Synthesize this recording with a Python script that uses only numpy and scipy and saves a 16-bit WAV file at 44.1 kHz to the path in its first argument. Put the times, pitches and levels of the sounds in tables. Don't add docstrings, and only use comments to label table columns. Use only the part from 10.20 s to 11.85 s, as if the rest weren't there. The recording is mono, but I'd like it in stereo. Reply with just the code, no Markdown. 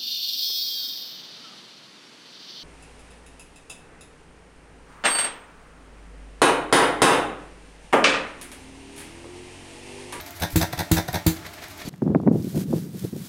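import sys
import numpy as np
from scipy import signal
from scipy.fft import rfft, irfft, next_fast_len
from scipy.io import wavfile

SR = 44100
rng = np.random.default_rng(int(sys.argv[2]) if len(sys.argv) > 2 else 0)


def materialize(psi):
    bounded = np.clip(np.atleast_2d(psi).T, -1, 1)
    quanta = np.round(bounded * 32767).astype(np.int16)
    wavfile.write(sys.argv[1], SR, quanta)


N = 72765
TOP_HZ = 15900
# (frequency [Hz], level [dB])
VALVE_HISS = [(320, -2.5), (550, -11), (729, 5.5), (927, -8.5), (1260, -8.5), (1610, 0.5), (2250, -5.5),
              (3120, -16), (3640, -0.5), (4020, -6), (5110, -8.5), (6130, -7.5), (6960, -18), (8480, -13),
              (9770, -21.5), (11400, -8), (12900, -16.5), (15300, -12), (16000, -35)]


def amp(db):
    return 10 ** (np.asarray(db) / 20)


def along(points, hz):
    f, v = np.transpose(points)
    return np.interp(np.log(hz + 1), np.log(f + 1), v)


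def since(s):
    return np.maximum(np.arange(N) / SR - s, 0)


def bump(s, width):
    return np.exp(-.5 * ((np.arange(N) / SR - s) / width) ** 2)


def filtered(x, response):
    m = next_fast_len(N + SR // 2)
    return irfft(rfft(x, m) * response(np.fft.rfftfreq(m, 1 / SR)), m)[..., :N]


def noise(spectrum, tilt=0):
    # (frequency [Hz], coherence [0 to 1])
    coherence = [(60, 1), (300, 0.92), (700, 0.26), (1300, 0.014), (4000, 0.078), (15000, 0)]
    angle = lambda hz: np.arccos(np.clip(along(coherence, hz), -1, 1)) / 2
    colour = lambda hz: amp(along(spectrum, hz) + tilt * np.log(hz / TOP_HZ + .1)) * hz / (hz + 20)
    white = rng.standard_normal((2, N))
    mid, side = filtered(white, lambda hz: colour(hz) * [np.cos(angle(hz)), np.sin(angle(hz))])
    pair = np.array([mid + side, mid - side])
    return pair / pair.std()


def ring(modes, s):
    t = since(s)
    return sum((-1) ** k * amp(db - 60 * t / t60) * np.sin(2 * np.pi * hz * t)
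               for k, (hz, db, t60) in enumerate(modes))


def placed(x, lead_s):
    return filtered(x, lambda hz: np.exp(1j * np.pi * hz * lead_s * np.array([[1], [-1]])))


def slap(modes, s, width_s, echo_s, echo):
    return ring(modes, s) - bump(s, width_s) - echo * bump(s + echo_s, width_s)


def room(x, wet_db, build_s=.0046):
    # (frequency [Hz], T60 [s])
    decay_times = [(80, 0.91), (300, 1), (1000, 0.19), (4000, 0.2), (14000, 0.2)]
    # (frequency [Hz], level [dB])
    reflections = [(60, -22), (170, -24), (320, -24), (500, -16), (750, -9), (1100, -7), (2000, -4),
                   (6000, -5), (14000, -6)]
    diffuse = noise([(20, .0083), (20000, 0)])[:, :SR // 2]
    hz, t, frames = signal.stft(diffuse, SR, nperseg=256)
    t60 = along(decay_times, hz)[:, None]
    decay = amp(along(reflections, hz)[:, None] - 60 * t / t60)
    equal_energy = np.sqrt(2 * np.log(1000) / (t60 * SR))
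    onset = 1 - np.exp(-(t / build_s) ** 2)
    tail = signal.istft(frames * decay * equal_energy * onset, SR, nperseg=256)[1]
    return x + amp(wet_db) * signal.fftconvolve(x, tail, axes=1)[:, :N]


def gears(whirr_db=-42, tone_db=-2, width_hz=8):
    # (frequency [Hz], level [dB])
    whirr = [(25, -27), (50, -4), (92, 10.5), (135, -4), (170, -5.5), (260, -4), (325, 1), (440, -5),
             (530, -16), (620, -4), (850, -4.5), (1200, -5.5), (2200, -4.5), (2800, -10), (5500, -12),
             (9000, -17.5), (16000, -22.5)]
    # (frequency [Hz], level [dB])
    hum = [(287, -53.5), (620, -54), (695, -54), (872, -56.5), (1362, -59), (2089, -62.5)]
    bands = lambda f: sum(amp(db) * np.exp(-.5 * ((f - hz) / width_hz) ** 2) for hz, db in hum)
    tones = filtered(rng.standard_normal(N), bands)
    level = np.linalg.norm([amp(db) for _, db in hum])
    return amp(whirr_db) * noise(whirr) + amp(tone_db) * level * tones / tones.std()


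def valve_gear():
    # (time [s], level [dB], width [s], treble tilt [dB per e-fold of frequency])
    contacts = [(.002, -32, 0.0054, -4.5), (0.012, -33, 0.0011, 17), (0.065, -35, 0.0025, 4.5),
                (0.079, -43, 0.013, 5), (0.108, -28, 0.00065, 17), (0.167, -41, 0.011, 9.5),
                (0.201, -30.5, 0.0017, 6.5), (0.207, -30, 0.0013, 22), (.306, -34.5, .002, 9),
                (0.326, -38, 0.013, 11), (0.579, -31.5, 0.0025, 2), (.931, -26, 0.0011, 18),
                (1.169, -38.5, 0.0073, 0.5), (1.254, -36, 0.0058, -7), (1.267, -32.5, 0.0039, -1.5),
                (1.339, -37.5, 0.0044, 2), (1.387, -41.5, 0.0058, -5.5), (1.426, -36.5, 0.0062, -3.5),
                (1.442, -34, 0.0044, -1.5), (1.484, -38, 0.0012, 20), (1.511, -40.5, .009, 2),
                (1.58, -41, 0.0041, 7), (1.604, -38, 0.012, -1), (1.62, -34.5, 0.0042, -3)]
    # (frequency [Hz], level [dB])
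    clack = [(60, 2), (100, -30), (200, -2), (700, -5.5), (1200, -2.5), (2200, 2), (2900, -6.5), (3600, -2),
             (6000, -7.5), (9000, -14.5), (13000, -8), (16000, -23)]
    return sum(amp(db) * bump(s, width) * noise(clack, tilt) for s, db, width, tilt in contacts)


def knocks():
    # (time [s], level [dB])
    impacts = [(.327, -27), (0.334, -19.5)]
    # (frequency [Hz], level [dB], T60 [s])
    bed_modes = [(63, 3, 0.063), (101, -0.5, 0.054)]
    return sum(amp(db) * ring(bed_modes, s) for s, db in impacts)


def puffs(lead_s=.0018, width_s=.0035):
    # (time [s], thump level [dB], hiss level [dB])
    misses = [(.5335, -20, -26), (.887, -19, -27)]
    # (frequency [Hz], level [dB], T60 [s])
    modes = [(126, -5.5, 0.086), (178, -16, 0.14), (328, -29, 0.023), (720, -7.5, 0.084), (970, -15, 0.068),
             (1860, -15, 0.07)]
    thumps = sum(amp(db) * slap(modes, s, width_s=.00019, echo_s=.00592, echo=.6) for s, db, _ in misses)
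    air = sum(amp(db) * bump(s - lead_s, width_s) for s, _, db in misses)
    return thumps + air * noise(VALVE_HISS)


def intakes(quicken_s=.000647, surge_lead_s=.0072, hiss_lead_s=.0045):
    # (middle slap [s], period [s], slap level [dB], hiss level [dB], flow peak [flaps])
    strokes = [(0.2405, 0.011, -12.5, -19, -0.067), (0.4329, .0113, -11.5, -17, -0.016),
               (0.6092, 0.011, -13.5, -19.5, -0.054), (0.7879, .0109, -10.5, -18, -0.072),
               (0.9614, 0.011, -12.5, -20, -0.047)]
    # (frequency [Hz], level [dB], T60 [s])
    modes = [(84, -14, 0.028), (170.5, -20, 0.21), (313, -20.5, 0.096), (587, -34, 0.36),
             (689, -21.5, 0.061), (727, -35, 0.23), (877, -39, 0.18), (970, -25, 0.063), (1393, -26, 0.033),
             (1640, -19, 0.035), (1825, -30, 0.099), (1860, -31.5, 0.21)]
    slaps, air = np.zeros((2, N))
    for s, period, slap_db, hiss_db, peak in strokes:
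        for flap in range(-2, 3):
            shut = s + period * flap - quicken_s * flap ** 2
            surge = amp(-4) / 2 * bump(shut - surge_lead_s, width=.0015)
            closure = slap(modes, shut, width_s=.00022, echo_s=.001287, echo=.56)
            slaps += amp(slap_db - 2.5 * (flap - peak) ** 2) * (surge + closure)
            air += amp(hiss_db - 7 * (flap - peak + .5) ** 2) * bump(shut - hiss_lead_s, width=.003)
    return slaps + air * noise(VALVE_HISS)


def pops(blast_db=-.7, snap_db=-12.5, hiss_db=-19, hiss_t60=.15):
    # (time [s], level [dB])
    firings = [(.3579, -.8), (.7141, 0), (1.0643, 0)]
    # (frequency [Hz], level [dB], T60 [s])
    pipe_modes = [(67.6, -5.7, .07), (104.8, -.4, .03), (149.3, -3.8, .04), (168.5, -10, .135),
                  (266, -30, .22), (321, -15, .14)]
    # (frequency [Hz], level [dB], T60 [s])
    boom_modes = [(84, -23, .27), (170, -30, .33), (226, -32, .22), (321, -25, .33), (372, -33, .22),
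                  (473, -34, .22)]
    # (frequency [Hz], level [dB])
    jet = [(470, 0), (800, -3), (1120, -7.5), (1410, -4), (1630, -4.5), (1780, -2.5), (1970, -4),
           (2210, -5), (2980, -9), (4180, -2), (4570, -4.5), (4930, -7.5), (5720, -10.5), (7080, -3),
           (8550, -11.5), (8880, -9.5), (10700, -7.5), (15000, -5.5), (16000, -9.5)]
    blast_s, blast_rise_s = .0012, .0002
    ring_lag_s, boom_rise_s, jet_rise_s = .0014, .01, .0038
    blasts, body, snaps, hiss = np.zeros((4, N))
    for s, db in firings:
        t = since(s)
        pressure = (1 - t / blast_s) * np.exp(-t / blast_s)
        blasts += amp(db + blast_db) * pressure * (1 - np.exp(-t / blast_rise_s))
        boom = ring(boom_modes, s + ring_lag_s) * (1 - np.exp(-t / boom_rise_s))
        body += amp(db) * (ring(pipe_modes, s + ring_lag_s) + boom)
        snaps += amp(db + snap_db) * bump(s + jet_rise_s, width=.002) * (t > 0)
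        hiss += amp(db + hiss_db - 60 * t / hiss_t60) * (1 - np.exp(-t / jet_rise_s))
    return placed(blasts, lead_s=.00032) + body + snaps * noise(jet, tilt=3) + hiss * noise(jet)


def scene():
    exhaust = room(pops(), wet_db=5)
    mechanism = room(intakes() + puffs() + valve_gear() + knocks(), wet_db=2.5)
    return exhaust + mechanism + gears()


def record(dry, low_hz=22):
    # (frequency [Hz], left minus right [dB])
    balance = [(60, 8), (110, -0.5), (200, 2.5), (380, 0.9), (700, -0.5), (1290, -3.5), (2380, -3.5),
               (4400, -0.5), (8120, 3.5), (15000, -0.5)]
    colour = lambda hz: amp(along(balance, hz) * np.array([[.5], [-.5]]))
    low_cut = lambda hz: 1j * hz / (1j * hz + low_hz)
    return filtered(dry, lambda hz: colour(hz) * low_cut(hz) * (hz < TOP_HZ))


dry = scene()
out = record(dry)
materialize(out)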